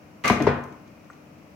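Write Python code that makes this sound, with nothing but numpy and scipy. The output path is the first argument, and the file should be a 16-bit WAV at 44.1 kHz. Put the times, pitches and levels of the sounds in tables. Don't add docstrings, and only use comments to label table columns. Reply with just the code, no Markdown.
import sys
import numpy as np
from scipy import signal
from scipy.fft import rfft, irfft, next_fast_len
from scipy.io import wavfile

SR = 44100
rng = np.random.default_rng(int(sys.argv[2]) if len(sys.argv) > 2 else 0)


def materialize(psi):
    bounded = np.clip(np.atleast_2d(psi).T, -1, 1)
    quanta = np.round(bounded * 32767).astype(np.int16)
    wavfile.write(sys.argv[1], SR, quanta)


N = 68355

# t/s, thud/dB, thud f/Hz, thud t60/s (time to fade by 60 dB), crack/dB
CAP_HITS = [(0.241, -26, 1990, 0.036, -29), (0.2994, -7, 1000, 0.029, -23.5),
            (.3003, -11.5, 714, 0.043, -28), (.3020, -12.5, 405, 0.067, -33),
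            (.3070, -12, 206, 0.11, -44.5), (.4020, -17.5, 649, .06, -29),
            (0.4064, -15.5, 300.5, 0.097, -34.5), (0.4684, -10, 937, 0.031, -19),
            (0.4729, -3, 413.6, 0.035, -28)]
# f/Hz, level/dB
CRACK_TONE = [(300, 6.5), (900, -3.5), (2000, 1.5), (3200, -15.5), (5000, -17), (8000, -36), (16000, -68)]
# t/s, ring/dB, place (0 = catch, 1 = hinge stop), shell bass/dB, middle/dB, treble/dB
CAN_BLOWS = [(0.2411, -29.5, 0.61, -28, -25.5, -31), (.3000, -22.5, 0.36, -20, -27, -69),
             (.4030, -25, 0.67, -17.5, -40, -32.5), (0.4712, -23, 1, -28, -21, -28.5)]
# f/Hz, level struck at the catch/dB, level struck at the hinge stop/dB, t60/s
CAN_NOTES = [(86, -9, -13, .55), (140, -11, -1, .5), (203, -3, -6, .3), (240, 1, -2, .6),
             (307, -5, -7, .35), (433, -6, -8, .32), (475, -20, -11, .6), (528, -11, -9, .52),
             (597, -12, -18, .5), (701, -3, -11, .55), (858, -11, -17, .45), (1041, -10, -9, .66),
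             (1156, -11, -23, .42), (1197, -12, -19, .45), (1308, -17, -18, .65), (1475, -21, -10, .55),
             (1571, -17, -16, .35), (1610, -27, -17, .55), (1809, -22, -15, .54), (2145, -12, -27, .38),
             (2453, -15, -16, .48)]
# f/Hz, level/dB
SHELL_TONE = [(30, -46), (50, -10), (70, 14), (220, -1), (500, 8), (1100, 3), (1700, 0.5), (2400, -0.5),
              (3300, -7.5), (5800, -27.5), (8500, -35.5), (16000, -44)]
# f/Hz, t60/s
SHELL_FADE = [(80, 0.2), (250, 0.92), (600, 0.53), (1200, 0.72), (2400, 0.49), (5000, 0.4), (14000, 0.59)]
# t/s, level/dB
RASP_LEVELS = [(0.239, -30.5), (.255, -20.5), (.268, -32.5), (.280, -21.5), (0.302, -23.5), (0.323, -53)]
# f/Hz, width/Hz, level/dB
CATCH_NOTES = [(1191, 55, 3), (1603, 174, -6.5), (2082, 168, -2.5), (2477, 111, -5), (2760, 212, -10),
               (4300, 1380, -20), (6360, 1240, -22)]
# t/s, level/dB, treble tilt/(dB per octave)
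LATCH_TICKS = [(0.2558, -30, 1), (0.2771, -18, -5.5), (0.391, -49, 0), (0.421, -29.5, -8), (0.637, -46, -2),
               (0.723, -51, -9), (0.876, -52.5, -15), (1.0440, -55, -14), (1.1100, -47, -38),
               (1.13, -50, -19)]
# f/Hz, level/dB
TICK_TONE = [(150, -70), (900, -36), (2000, -11), (3500, -4.5), (4400, -5), (5400, 0), (6100, 2),
             (6700, -2), (7600, -5.5), (11000, -4), (16000, -8)]
# f/Hz, level/dB, t60/s
LATCH_NOTES = [(6080, -13, 0.052), (6560, -13.5, 0.033)]
# f/Hz, level/dB, t60/s
LEVER_NOTES = [(1205, 2.5, 0.019), (1385, 0.5, 0.03), (1860, -9, 0.029), (7860, -26, 0.059)]
# f/Hz, level/dB
AIR_TONE = [(25, -42), (45, -4), (65, -5.5), (100, -9), (190, 2.5), (300, -7.5), (400, -10.5), (600, -6.5),
            (800, -13.5), (1200, -14), (1700, -21), (2500, -17.5), (3500, -32.5), (5700, -29), (8700, -40),
            (15800, -36)]
AIR_DB, HUM = -50, [(98, -64.5), (304, -59)]
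# f/Hz, t60/s
ROOM_FADE = [(100, 0.51), (1500, 0.5), (5000, 0.36), (14000, 0.27)]
# f/Hz, likeness (1 = the same)
LIKENESS = [(100, 0.8), (300, 0.91), (700, 0.36), (1200, 0), (2200, 0.21), (4000, 0), (12000, 0)]
# f/Hz, level/dB
LEFT_BOOST = [(60, -1.5), (150, 3), (500, 5), (1200, 2), (2300, 2.5), (5000, 1.5), (9000, 2.5),
              (15000, 1.5)]

BASS_HZ, MIDDLE_HZ, TREBLE_HZ = 286, 950, 2400
SLIPS_PER_S, RASP_FADE_DB_PER_S = 810, 470
LOW_CUT_HZ, TOP_HZ = 60.7, 16050


def cap():
    thuds, cracks = np.zeros(N), np.zeros((2, N))
    for start, thud_db, hz, t60, crack_db in CAP_HITS:
        t = since(start)
        phase = 2 * np.pi * hz * t
        tone = np.sin(phase) + amp(-10) * np.sin(1.1 * phase)
        thuds += amp(thud_db) * decay(t, t60, attack=0.00069) * tone
        hiss = noise(lambda f: along(CRACK_TONE, f))
        cracks += amp(crack_db) * decay(t, t60=0.09, attack=0.00022) * hiss
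    return room(thuds, echo_db=-14) + room(cracks, echo_db=-6)


def can():
    rings = np.zeros((2, N))
    ends = [blow[0] for blow in CAN_BLOWS[1:]] + [N / SR]
    for (start, ring_db, place, bass_db, middle_db, treble_db), end in zip(CAN_BLOWS, ends):
        t = since(start)
        choke = amp(-60 * since(end) / 0.02)
        for hz, catch_db, hinge_db, t60 in CAN_NOTES:
            scatter_db, phase, apart = rng.standard_normal(3)
            spread = apart * stereo_angle(hz) * np.array([[.5], [-.5]])
            db = ring_db + np.interp(place, [0, 1], [catch_db, hinge_db]) + scatter_db
            tone = np.sin(2 * np.pi * hz * t + .5 * phase + spread)
            rings += amp(db) * choke * decay(t, t60, attack=.005) * tone
        force = [(BASS_HZ, bass_db), (MIDDLE_HZ, middle_db), (TREBLE_HZ, treble_db)]
        shell = noise(lambda f: along(SHELL_TONE, f))
        struck = filtered(shell, lambda f: amp(along(force, f)))
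        rings += fade_by_pitch(struck, SHELL_FADE, start)
    return rings


def catch():
    def steel(f):
        return sum((-1) ** k * amp(db) * 1j * f * width / (hz * hz - f * f + 1j * f * width)
                   for k, (hz, width, db) in enumerate(CATCH_NOTES))

    slips = (rng.random((2, N)) < SLIPS_PER_S / SR) * rng.uniform(0.19, 1, (2, N))
    times, levels = np.transpose(RASP_LEVELS)
    slide_db = np.interp(since(0), times, levels, left=-np.inf)
    slide_db -= RASP_FADE_DB_PER_S * since(times[-1])
    return room(amp(slide_db) * unit(filtered(slips, steel)), echo_db=-2.5)


def latch():
    def ring(notes, t):
        return sum(amp(db) * decay(t, t60, attack=0.0009) * np.sin(2 * np.pi * hz * t)
                   for hz, db, t60 in notes)

    ticks = np.zeros((2, N))
    for start, db, tilt in LATCH_TICKS:
        t = since(start)
        hiss = noise(lambda f: along(TICK_TONE, f) + tilt * np.log2(1 + f / 1000))
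        scratch = decay(t, t60=0.031, attack=0.0018) * hiss
        ticks += amp(db) * (scratch + ring(LATCH_NOTES, t))
    tap = amp(-33.5) * ring(LEVER_NOTES, since(1.1008))
    return room(ticks, echo_db=-4.5) + room(tap, echo_db=-11)


def room_hum():
    hum = np.zeros(N)
    for hz, db in HUM:
        drift = np.cumsum(rng.standard_normal(N)) * 0.0219
        hum += amp(db) * np.sqrt(2) * np.sin(2 * np.pi * hz * since(0) + drift)
    return amp(AIR_DB) * noise(lambda f: along(AIR_TONE, f)) + hum


def room(x, echo_db):
    tail = fade_by_pitch(noise(np.zeros_like), ROOM_FADE, start=0.0039)
    tail /= np.linalg.norm(tail[0])
    return x + amp(echo_db) * signal.fftconvolve(np.atleast_2d(x), tail, axes=1)[:, :N]


def amp(db):
    return 10 ** (np.asarray(db) / 20)


def unit(x):
    return x / np.sqrt(np.mean(x ** 2) + 1e-20)


def along(table, hz):
    freqs, values = np.transpose(table)
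    return np.interp(np.log(hz + 1), np.log(freqs + 1), values)


def since(start):
    return np.maximum(np.arange(N) / SR - start, 0)


def decay(t, t60, attack):
    return np.exp(-np.log(1000) * t / t60) * (1 - np.exp(-t / attack))


def filtered(x, gain):
    size = next_fast_len(N + SR // 2)
    return irfft(rfft(x, size) * gain(np.fft.rfftfreq(size, 1 / SR)), size)[..., :N]


def stereo_angle(hz):
    return np.arccos(np.clip(along(LIKENESS, hz), -1, 1)) / 2


def noise(level_db):
    def gain(f):
        angle = stereo_angle(f)
        return amp(level_db(f)) * [np.cos(angle), np.sin(angle)]

    mid, side = filtered(rng.standard_normal((2, N)), gain)
    return unit(np.array([mid + side, mid - side]))


def fade_by_pitch(x, fade_table, start):
    hz, t, bands = signal.stft(x, SR, nperseg=512)
    fade = amp(-60 * np.maximum(t - start, 0) / along(fade_table, hz)[:, None])
    rise = 1 - np.exp(-since(start) / 0.003)
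    return rise * signal.istft(bands * fade, SR)[1][:, :N]


def scene():
    mix = cap() + can() + catch() + latch() + room_hum()
    return filtered(mix, lambda f: amp(along(LEFT_BOOST, f) * np.array([[.5], [-.5]])))


def record(dry):
    low_cut = signal.butter(5, LOW_CUT_HZ, 'highpass', fs=SR, output='sos')
    return filtered(signal.sosfilt(low_cut, dry), lambda f: f < TOP_HZ)


dry = scene()
out = record(dry)
materialize(out)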